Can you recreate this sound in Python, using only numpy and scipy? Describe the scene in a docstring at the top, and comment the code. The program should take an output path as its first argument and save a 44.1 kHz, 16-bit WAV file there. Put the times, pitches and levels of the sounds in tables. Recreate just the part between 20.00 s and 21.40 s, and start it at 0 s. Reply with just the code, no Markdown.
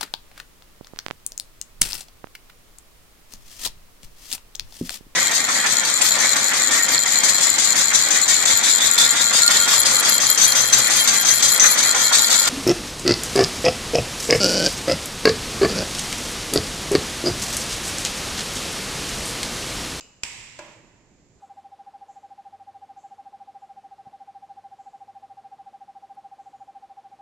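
"""A hard, echoing room: a portable gas stove is lit on a table.
The igniter button ticks, its piezo hammer snaps and rings the steel top, the gas catches with a soft
puff, and the button knocks back into the frame. The room rings on after each click; the flame settles
to a low flutter over the thin hiss of the jet. A noise suppressor dulls the quiet stretches."""
import sys
import numpy as np
from scipy import signal
from scipy.fft import rfft, irfft
from scipy.io import wavfile
from scipy.ndimage import uniform_filter1d

SR = 44100
rng = np.random.default_rng(int(sys.argv[2]) if len(sys.argv) > 2 else 0)


def generate_wav(signal):
    """Clip the signal to [-1, 1] and save it as 16-bit WAV at the path in sys.argv[1]."""
    frames = np.transpose(np.atleast_2d(signal))
    scaled = np.clip(frames, -1, 1) * 32767
    pcm = np.round(scaled).astype(np.int16)
    wavfile.write(sys.argv[1], SR, pcm)


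N = 61739
N_FFT = 65536
T, HZ = np.arange(N) / SR, np.fft.rfftfreq(N_FFT, 1 / SR)


# hammer blow and rebounds: t/s, level/dB, left-right/dB
HAMMER_HITS = [(0.2341, -2, -4), (0.2351, 0, -2), (.2361, -6, -12), (.2371, -5.5, 1.5), (0.2383, -10.5, -7)]
# hammer contact spectrum: f/Hz, level/dB
SNAP_SPECTRUM = [(30, 5), (200, -9), (600, -12), (950, -6), (1450, -13.5), (2450, 1), (3200, -3),
                 (4100, -10), (4900, 2), (5600, -1), (6400, -6.5), (7800, 1.5), (8700, -18), (10300, -22.5),
                 (12000, -29.5), (15000, -28)]
# steel top modes: f/Hz, level/dB, t60/s
STEEL_MODES = [(885, -36, .04), (950, -56, 1.0), (2116, -56, 1.0), (2340, -35, 0.024), (2445, -33, .04),
               (2468, -53, 1.1), (2643, -39, 0.044), (2650, -54, 1.3), (4810, -32, .025), (5100, -23, .015),
               (5075, -54, .9), (5560, -35, .04), (5568, -57, 1.0), (7150, -40, .05), (7556, -51, .7),
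               (7830, -34, .04), (7834, -54, .9)]
def hammer_snap(start_s):
    """The piezo hammer strikes and rebounds, ringing the steel top and jolting the table."""
    snap = sum(amp(db - 3) * sides(pan_db) * delayed(contact(SNAP_SPECTRUM, t60_s=.009), s)
               for s, db, pan_db in HAMMER_HITS)
    steel = ringing(STEEL_MODES, rise_s=.0004, right_lag_s=.00005) * sides(db=-4)
    thump = ringing([(64, -31, .033)], rise_s=.001) * sides(db=8)
    return snap + delayed(steel, start_s) + delayed(thump, start_s)


# button contact spectrum: f/Hz, level/dB
TICK_SPECTRUM = [(60, -29), (800, -12), (2000, -12.5), (2800, -3), (3500, -9), (5000, 1), (6000, -4.5),
                 (7400, 4.5), (8400, -23), (14500, -30.5)]
# button spring modes: f/Hz, level/dB, t60/s
SPRING_MODES = [(2584, -59, .75), (2900, -60, .9), (2945, -61, .7), (3920, -66, .9), (5033, -58, .55),
                (6160, -65, .9), (6993, -60, .5), (7080, -58, .45), (7515, -60, .7)]
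def button_tick(start_s):
    """The pressed button ticks and its spring rings."""
    tick = amp(-16) * contact(TICK_SPECTRUM, t60_s=.022)
    return delayed(tick, start_s) + delayed(ringing(SPRING_MODES, rise_s=.001), start_s)


# button return hits: t/s, level/dB
RETURN_HITS = [(.5872, -10), (.5893, -1), (.5918, 0), (.5965, -8)]
# return contact spectrum: f/Hz, level/dB
KNOCK_SPECTRUM = [(60, -24), (250, -26), (450, -16), (620, -3), (760, -10), (1020, -3), (1250, -10),
                  (1700, -5), (2500, -5), (3200, -12), (4300, -9), (6400, -12), (7700, -7), (9000, -27),
                  (15000, -38)]
# stove frame modes: f/Hz, level/dB, t60/s
FRAME_MODES = [(327, -55, 1.05), (355, -48, .19), (584, -47, .5), (613, -47, 0.5), (600, -37, .06),
               (814, -50, .5), (870, -47, .25), (967, -53, .6), (1019, -53, .45), (1012, -35, .045),
               (1417, -49, .16), (1654, -44, .13), (2575, -52, .25)]
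def button_knock():
    """The button springs back in four quick hits; the frame rings from the second."""
    knock = sum(amp(db - 17) * delayed(contact(KNOCK_SPECTRUM, t60_s=.0286), s) for s, db in RETURN_HITS)
    frame = delayed(ringing(FRAME_MODES, rise_s=.0015), RETURN_HITS[1][0])
    return (knock + frame) * sides(db=-1.5)


# tick echo spectrum: f/Hz, level/dB
TICK_ECHO_SPECTRUM = [(60, 3), (300, 1), (900, -2.5), (2100, -8), (2850, 4), (3400, -10), (5000, -2),
                      (5500, -6), (6600, -4), (7200, 4), (7650, 0), (8400, -22), (15000, -27)]
# snap echo spectrum: f/Hz, level/dB
SNAP_ECHO_SPECTRUM = [(60, -8.5), (300, -10.5), (650, -15.5), (950, -6.5), (1400, -13.5), (2000, -.5),
                      (2550, 1), (3200, -4.5), (4200, -8), (5250, -4.5), (6300, -7.5), (7600, -0.5),
                      (8600, -12), (10000, -19), (11500, -26.5), (15000, -30)]
# knock echo spectrum: f/Hz, level/dB
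KNOCK_ECHO_SPECTRUM = [(60, -12), (200, -11), (340, -6), (440, -11), (600, 2), (740, -6), (960, -1),
                       (1250, -10), (1700, -7), (2550, -7), (3500, -15), (5500, -19), (7600, -18),
                       (8700, -30), (15000, -41)]
def room(clicks, tick_s, snap_s, knock_s):
    """Early reflections off the table and nearest wall, then long tails from the bare walls."""
    table = amp(-12) * convolve(clicks, rattle(t60_s=.039))
    wall = amp(-19) * delayed(clicks, start_s=.0168)
    tick_tail = amp(-49.5) * echo(tick_s, TICK_ECHO_SPECTRUM) * sides(db=5)
    snap_tail = amp(-35.3) * echo(snap_s, SNAP_ECHO_SPECTRUM)
    knock_tail = amp(-45) * echo(knock_s, KNOCK_ECHO_SPECTRUM)
    return table + wall + tick_tail + snap_tail + knock_tail


# room decay: f/Hz, t60/s
ROOM_DECAY = [(100, 1.1), (500, 1.0), (1000, 1.55), (2300, 1.85), (4500, 1.42), (7500, 1.3), (10000, .9),
              (15000, .85)]
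def echo(start_s, spectrum, rise_s=.013):
    """Diffuse tail of one click: noise decaying band by band, the top treble first."""
    hz, t, bands = signal.stft(noise(spectrum), SR, nperseg=256)
    decay = amp(-60 * t / lookup(ROOM_DECAY, hz)[:, None])
    tail = signal.istft(bands * decay, SR, nperseg=256)[1][:, :N]
    return delayed(tail * np.minimum(T / rise_s, 1), start_s)


# flame flaring, sinking and swelling: t/s, level/dB
FLAME_ENVELOPE = [(.25, -62), (.55, -62), (.79, -55), (.9, -60), (.99, -63), (1.04, -60), (1.22, -60),
                  (1.4, -61.5)]
# flame spectrum: f/Hz, level/dB
FLAME_SPECTRUM = [(25, -15), (80, -9), (126, 4), (155, -3), (200, -4), (320, -4.5), (480, -10), (650, -19),
                  (1000, -33), (3000, -45), (9000, -64)]
# ignition puff spectrum: f/Hz, level/dB
PUFF_SPECTRUM = [(20, -9.5), (52, -2), (85, -7.5), (130, -5), (250, -33), (800, -19), (4000, -46)]
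def burner(catch_s=.25, rise_s=.086, puff_peak_s=.405, puff_width_s=.1, flutter_db=2.2, flutter_hz=35):
    """The gas catches with a puff, flares and settles to a fluttering flame."""
    lit = np.clip((T - catch_s) / rise_s, 0, 1)
    lowpass = np.exp(-(HZ / flutter_hz) ** 2)
    flutter = unit_rms(irfft(rfft(rng.standard_normal(N_FFT)) * lowpass)[:N])
    flame_db = np.interp(T, *np.transpose(FLAME_ENVELOPE)) + flutter_db * flutter
    flame = amp(flame_db) * noise(FLAME_SPECTRUM)
    puff = amp(-54) / (1 + ((T - puff_peak_s) / puff_width_s) ** 2) * noise(PUFF_SPECTRUM)
    return lit * (flame + puff)


# jet spectrum: f/Hz, level/dB
JET_SPECTRUM = [(1000, -29), (4000, -7.5), (6000, -4.5), (7000, 3), (7600, 1.5), (8400, -27), (11000, -29),
                (15000, -45)]
def gas_jet():
    """The jet hisses throughout, strongest near 7 kHz."""
    return amp(-59.8) * noise(JET_SPECTRUM)


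# room air spectrum: f/Hz, level/dB
AIR_SPECTRUM = [(20, -5.5), (50, -0.5), (80, -7.5), (140, -5), (300, -10), (700, -13), (1300, -19),
                (2100, -16), (3500, -24), (8000, -28), (9000, -37.5), (15000, -42)]
def room_air():
    """Faint steady rush of the room's air."""
    return amp(-60.5) * noise(AIR_SPECTRUM)


# left-right coherence: f/Hz, coherence/1
COHERENCE = [(60, 0.65), (140, 0.85), (290, 0.85), (640, 0.85), (1400, 0.54), (3100, 0.057), (7000, 0),
             (15000, 0)]
# stereo balance: f/Hz, left-right/dB
BALANCE = [(60, -2.5), (250, -4), (600, -5), (3000, -3.5), (7000, -5.5), (15000, -7)]
def noise(spectrum):
    """Steady stereo noise of unit rms, alike in the bass and stronger on the right."""
    left, independent = rfft(rng.standard_normal((2, N_FFT)))
    coherence = lookup(COHERENCE, HZ)
    right = coherence * left + np.sqrt(1 - coherence ** 2) * independent
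    pair = np.array([left, right]) * sides(lookup(BALANCE, HZ))
    return unit_rms(irfft(pair * amp(lookup(spectrum, HZ)))[:, :N])


def contact(spectrum, t60_s):
    """One contact: a short burst coloured by a minimum-phase pulse of unit energy."""
    log_gain = np.log(amp(lookup(spectrum, abs(np.fft.fftfreq(4096, 1 / SR)))))
    pulse = np.fft.ifft(np.exp(np.conj(signal.hilbert(log_gain)))).real
    return convolve(rattle(t60_s), pulse / np.linalg.norm(pulse))


def rattle(t60_s):
    """Dense dying burst with a flat spectrum: the many short modes of a small part."""
    fade = amp(-60 * T[:4096] / t60_s)
    burst = rng.standard_normal((2, len(fade))) * fade
    burst[1] += signal.lfilter(*signal.butter(1, 1500, fs=SR), burst[0] - burst[1])  # shared bass
    for _ in range(4):
        whitened = irfft(np.exp(1j * np.angle(rfft(burst))))
        burst = whitened * np.minimum(1, 10 * fade)
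    return burst / np.linalg.norm(burst, axis=1, keepdims=True)


def ringing(modes, rise_s, right_lag_s=0):
    """Modes (f/Hz, level/dB, t60/s) of a struck part build up and decay."""
    length_s = max(t60 for _, _, t60 in modes)
    t = np.maximum(T[T < length_s] - np.array([[0], [right_lag_s]]), 0)
    ring = sum(amp(db - 60 * t / t60) * np.cos(2 * np.pi * hz * t) for hz, db, t60 in modes)
    return ring * (1 - np.exp(-t / rise_s))


def amp(db):
    """Decibels to gain."""
    return 10 ** (np.asarray(db) / 20)


def unit_rms(x):
    """Scales to rms 1."""
    return x / np.sqrt(np.mean(x ** 2) + 1e-20)


def lookup(table, hz):
    """Interpolates on a log-frequency axis."""
    f, value = np.transpose(table)
    return np.interp(np.log(hz + 1), np.log(f + 1), value)


def sides(db):
    """Stereo gains for a left-minus-right level."""
    return amp(np.array([db, -db]) / 2).reshape(2, -1)


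def convolve(a, b):
    """Convolution in time, cut to N samples."""
    return signal.fftconvolve(np.atleast_2d(a), np.atleast_2d(b), axes=1)[:, :N]


def delayed(x, start_s):
    """Places x at start_s in N samples."""
    return np.pad(x, ((0, 0), (round(start_s * SR), N)))[:, :N]


def scene():
    """Three clicks and their echoes over flame, jet and room air."""
    tick_s, snap_s, knock_s = .008, HAMMER_HITS[0][0], RETURN_HITS[0][0]
    clicks = button_tick(tick_s) + hammer_snap(snap_s) + button_knock()
    return clicks + room(clicks, tick_s, snap_s, knock_s) + burner() + gas_jet() + room_air()


def record(dry, threshold_db=-50.5, knee_db=.5, cut_db=8.3, corner_hz=1000, lag_s=.105, edge_hz=15250):
    """A noise suppressor slowly turns the treble down once it is quiet; then the band limit."""
    treble = irfft(rfft(dry, N_FFT) * HZ ** 2 / (HZ ** 2 + corner_hz ** 2))[:, :N]
    power = uniform_filter1d((treble ** 2).mean(0), size=900)
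    level_db = 10 * np.log10(abs(power) + 1e-12)
    quiet = .5 - .5 * np.tanh((level_db - threshold_db) / knee_db)
    lagged = convolve(quiet, np.exp(-T / lag_s) / (lag_s * SR))
    treble_gain = amp(-cut_db * np.minimum(quiet, lagged))  # closes slowly, opens at once
    suppressed = dry - treble * (1 - treble_gain)
    lowpass = signal.firwin(401, edge_hz, window=("kaiser", 8), fs=SR)
    return signal.oaconvolve(suppressed, lowpass[None], "same")


dry = scene()
out = record(dry)
generate_wav(out)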